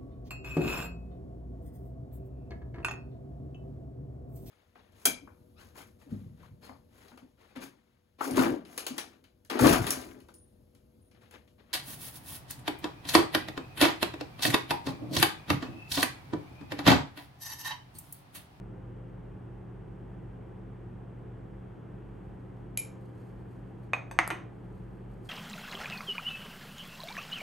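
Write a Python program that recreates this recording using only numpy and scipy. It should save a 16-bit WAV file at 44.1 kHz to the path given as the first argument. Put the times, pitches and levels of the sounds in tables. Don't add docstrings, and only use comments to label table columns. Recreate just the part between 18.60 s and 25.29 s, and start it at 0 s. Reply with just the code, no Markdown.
import sys
import numpy as np
from scipy import signal
from scipy.fft import rfft, irfft, next_fast_len
from scipy.io import wavfile
from scipy.ndimage import map_coordinates

SR = 44100
rng = np.random.default_rng(int(sys.argv[2]) if len(sys.argv) > 2 else 0)


def store_wav(level_fs):
    pcm = np.round(np.clip(np.atleast_2d(level_fs), -1, 1) * 32767)
    wavfile.write(sys.argv[1], SR, pcm.T.astype(np.int16))


def voltage_ratio(level):
    return 10 ** (np.asarray(level, float) / 20)


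N = 295029


def unit(x):
    return x / np.sqrt(np.mean(x ** 2) + 1e-20)


def along(points, hz):
    f, v = np.transpose(points)
    return np.interp(np.log(hz + 1), np.log(f + 1), v)


def wobble(rate):
    knots = rng.standard_normal(int(N * rate / SR) + 4)
    return map_coordinates(knots, [np.arange(N) * rate / SR])


def filtered(x, response):
    size = next_fast_len(x.shape[-1] + 8192)
    spectrum = rfft(x, size) * response(np.fft.rfftfreq(size, 1 / SR))
    return irfft(spectrum, size)[..., :x.shape[-1]]


def diffuse(pair):
    # (frequency [Hz], coherence [-1 to 1])
    alike = [(60, 1), (130, 0.92), (290, 0.52), (700, 0.2), (1400, 0.44), (2400, 0.94), (4400, 0.63),
             (5300, 0.91), (7000, 1), (8700, 0.72), (9800, .99), (13000, 0.91)]

    def mid_side_gains(hz):
        angle = np.arccos(np.clip(along(alike, hz), -1, 1)) / 2
        return np.array([np.cos(angle), np.sin(angle)])

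    mid, side = filtered(pair, mid_side_gains)
    return np.array([mid + side, mid - side])


def refrigerator():
    motor_hz = [47.9, 119.6, 189.3, 286, 334.5, 429.5, 524, 8710, 11830]
    # (level [dB rms], unsteadiness [0-1])
    hum = [(-54.5, 0.4), (-48, 0.05), (-54.5, 0.29), (-71, 0.26), (-64.5, .3), (-66.5, 0.4), (-69, 0.8),
           (-104, .3), (-104, 0.5)]
    t = np.arange(N) / SR
    port_sign = np.array([[1], [-1]])
    total = 0
    for hz, (db, loose) in zip(motor_hz, hum):
        strength = voltage_ratio(db + 2.5 + 3.7 * loose * wobble(3))
        drift = 3 * loose * wobble(1.99)
        port_phase = hz * 0.0006 * port_sign
        total = total + strength * np.cos(2 * np.pi * hz * t + drift + port_phase)
    return total


def ventilation():
    # (frequency [Hz], density [dB per Hz])
    duct = [(30, -26), (38, -22), (46, 9.5), (70, -1), (105, 7), (135, 1.5), (165, 6), (215, -2), (375, 1),
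            (400, -3), (500, -7.5), (560, -10.5), (650, -11.5), (800, -10)]
    # (frequency [Hz], density [dB per Hz])
    hiss = [(800, -10), (1100, -16.5), (1700, -21.5), (2200, -28.5), (3300, -34.5), (3800, -43),
            (5000, -48), (7000, -50), (8700, -47), (9600, -50), (10400, -51.5), (11800, -46.5),
            (12100, -62), (17000, -81.5)]
    spectrum = duct[:-1] + hiss
    air = filtered(rng.standard_normal((2, N)), lambda hz: voltage_ratio(along(spectrum, hz)))
    level_db = -47.5 + 0.14 * wobble(1.814)
    return voltage_ratio(level_db) * unit(diffuse(air))


def rustle():
    # (peak time [s], peak level [dB], fade to -60 dB [s])
    brushes = [(4.41, -79, .4), (4.55, -80, .5), (4.672, -82, .4), (4.907, -79, .25), (5.24, -82, .4),
               (6.15, -87, .4), (6.516, -85, .5), (6.66, -66, .2)]
    # (start [s], end [s], level [dB])
    handling = [
        (3.42, 4.1, -90),
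        (4.3, 5.3, -87),
        (5.88, 6.8, -86),
    ]
    # (frequency [Hz], density [dB per Hz])
    powder = [(2500, -30), (4300, 3), (5500, -8), (6800, -3), (7800, -5), (9000, 1), (10400, -3),
              (11800, 0), (12300, -5), (12800, -30), (15200, -11), (17000, -46)]
    rise_s, edge_s = 0.08, 0.08
    t = np.arange(N) / SR
    envelope = np.zeros(N)
    for peak_s, db, fade_s in brushes:
        envelope += voltage_ratio(db - 60 * np.maximum((peak_s - t) / rise_s, (t - peak_s) / fade_s))
    for start, end, db in handling:
        envelope += voltage_ratio(db) * np.clip(np.minimum(t - start, end - t) / edge_s, 0, 1)
    grains = rng.standard_normal((2, N)) * voltage_ratio(1.7 * wobble(150) + 1.5 * wobble(20))
    return envelope * unit(diffuse(filtered(grains, lambda hz: voltage_ratio(along(powder, hz)))))


def contact_force(t, chatter_ms, chatter_db):
    decay = voltage_ratio(chatter_db + 0.5 - 20 * t / (chatter_ms / 1000))
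    force = decay * rng.standard_normal(len(t)) * (rng.random(len(t)) < 0.2)
    force[[0, 11]] = -0.4, 1
    return force


def struck(force, body):
    size = 8192
    hz = np.fft.rfftfreq(size, 1 / SR)
    power = 0
    for center, width, db in body:
        detuning = (hz - center * center / (hz + 1)) / width
        power = power + voltage_ratio(db) ** 2 / (1 + detuning ** 2) ** 2
    cepstrum = irfft(np.log(power + 1e-12) / 2)
    cepstrum[1:size // 2] *= 2
    cepstrum[size // 2 + 1:] = 0
    response = irfft(np.exp(rfft(cepstrum)))
    return signal.fftconvolve(force, response)[:len(force)]


def clear_rings(contact, t):
    ring_hz = 2335, 2405, 10810, 10930, 14700, 2500, 1000, 2085, 330, 750, 1395, 332, 750, 1395, 2425
    # (contact number, level [dB], t60 [s])
    rings = [(0, -24, .22), (0, -23, .22), (0, -18, .12), (0, -20, .12), (0, -24, .06), (2, -2, .09),
             (2, -10, .02), (4, -24, .16), (4, -30, .15), (4, -32, .15), (4, -30, .15), (6, -18, .12),
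             (6, -18, .12), (6, -12, .1), (6, -18, .15)]
    choke_ms = {2: 6.3}
    ring = np.zeros(len(t))
    for hz, (hit, db, t60) in zip(ring_hz, rings):
        if round(hit) == contact:
            ring += voltage_ratio(db - 60 * t / t60) * np.sin(2 * np.pi * hz * t)
    onset = 1 - np.exp(-t / 0.0005)
    choke = voltage_ratio(-16 * np.clip(t * 1000 - choke_ms.get(contact, 999), 0, 1))
    return ring * onset * choke


def kitchen():
    # (frequency [Hz], t60 [s])
    decay_times = [(200, 0.92), (1000, 0.38), (2500, 0.34), (6000, .33), (11000, 0.23), (13500, .12),
                   (16000, 0.051)]
    hz, t, z = signal.stft(rng.standard_normal((2, SR * 3 // 4)), SR, nperseg=256)
    decay = voltage_ratio(-60 * t / along(decay_times, hz)[:, None])
    tail = signal.istft(z * decay, SR, nperseg=256)[1]
    s = np.arange(tail.shape[1]) / SR
    walls = np.clip((s - 0.003) / 0.0027, 0, 1)
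    counter = np.clip(s / 0.00066, 0, 1) * voltage_ratio(8 - 60 * s / 0.038)
    tail = diffuse(tail * (walls + counter))
    return tail / np.linalg.norm(tail[0])


def knocks():
    times = [
        4.1742,
        4.1903,
        5.3341,
        5.5122,
        5.589,
        5.6767,
        5.7036,
        5.7083,
    ]
    # (peak level [dB], chatter decay [ms], chatter level [dB], room level [dB])
    hits = [(-16, 2.5, 3, -3), (-27, 1.9, 6, 5.5), (-14, 1.5, -4, -3), (-30, 3, 0.5, 0),
            (-2.5, 1.5, -12.5, -6), (-21, 2.5, 4, -9), (-19, 2, -1, -1), (-21, 1.2, -9.5, 3.5)]
    # (frequency [Hz], width [Hz], level [dB])
    spoon = [(700, 900, -26), (2350, 420, -13), (3250, 800, -15), (3800, 700, -21), (4850, 590, -23.5),
             (5350, 420, -15), (6400, 500, -21), (7520, 930, -9), (10350, 300, 4), (10900, 500, -2),
             (11400, 600, -9), (12300, 400, -16.5), (14700, 600, -20), (15500, 400, -30)]
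    jar_on_jar = [(550, 260, -13.5), (790, 710, -6.5), (1150, 260, -14.5), (2000, 870, -15),
                  (2390, 780, -23), (2920, 600, -32), (3650, 500, -26), (4400, 400, -31), (6230, 800, -22),
                  (7500, 2500, -33), (9900, 950, -39), (11500, 850, -37)]
    touch = [(750, 800, -2), (1500, 470, -12), (2450, 310, -10), (3450, 860, -22), (4800, 600, -30),
             (6300, 700, -16), (8070, 960, -15.5), (9600, 390, -20), (11200, 1000, -19), (12700, 560, -20)]
    on_stone = [(230, 150, -20), (330, 50, -22), (560, 200, -13), (796, 266, 0), (1150, 600, 0),
                (2000, 550, 2), (3300, 1000, -12), (4500, 500, -25), (6320, 400, -22), (8500, 1300, -20),
                (10200, 1200, -38.5), (11600, 500, -31)]
    rim = [(692, 450, 4), (1400, 860, -3), (2500, 740, -15), (4600, 1200, -19), (6400, 500, -24),
           (8900, 1600, -2), (10600, 690, -11), (11200, 1100, -2), (13000, 500, -28)]
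    rock = [(330, 110, -5.5), (760, 280, -3), (1340, 460, 2.5), (2130, 620, -10), (2900, 900, -8),
            (3700, 600, -18), (6230, 600, -21), (8700, 1000, -11), (10200, 700, -20), (11500, 500, -24)]
    settle = [(330, 230, -1), (600, 520, -7), (1070, 370, -5.5), (1910, 630, -8.5), (3030, 670, -14.5),
              (6350, 800, -48), (8600, 1500, -42)]
    bodies = spoon, spoon, jar_on_jar, touch, on_stone, rim, rock, settle
    out = np.zeros((2, N + SR))
    t = np.arange(SR // 8) / SR
    for k, (time, hit, body) in enumerate(zip(times, hits, bodies)):
        peak_db, chatter_ms, chatter_db, room_db = hit
        blow = struck(contact_force(t, chatter_ms, chatter_db), body)
        blow /= np.abs(blow).max()
        ring = clear_rings(k, t)
        into_room = blow + voltage_ratio(-7) * ring
        sound = voltage_ratio(room_db) * signal.fftconvolve(into_room[None], kitchen(), axes=1)
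        sound[:, :len(t)] += blow + ring
        start = round(time * SR)
        sound = sound[:, :N + SR - start]
        out[:, start:start + sound.shape[1]] += voltage_ratio(peak_db) * sound
    return out[:, :N]


def scene():
    return refrigerator() + ventilation() + knocks() + rustle()


def low_pass(x):
    return signal.sosfilt(signal.butter(12, 16750, fs=SR, output="sos"), x)


def record(dry):
    # (frequency [Hz], gain [dB])
    mic_top = [(12300, 0), (13200, -12), (15800, -14), (16800, -40)]
    # (frequency [Hz], phase [rad])
    port_lead = [(8700, 0), (9400, -1.5), (10250, -np.pi), (11000, -4.6), (11800, -6.0),
                 (12600, -2 * np.pi)]

    def response(hz):
        half_gap = 0.5 * along(port_lead, hz) * np.array([[1], [-1]])
        return voltage_ratio(along(mic_top, hz)) * np.exp(1j * half_gap)

    return low_pass(filtered(dry, response))


dry = scene()
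out = record(dry)
store_wav(out)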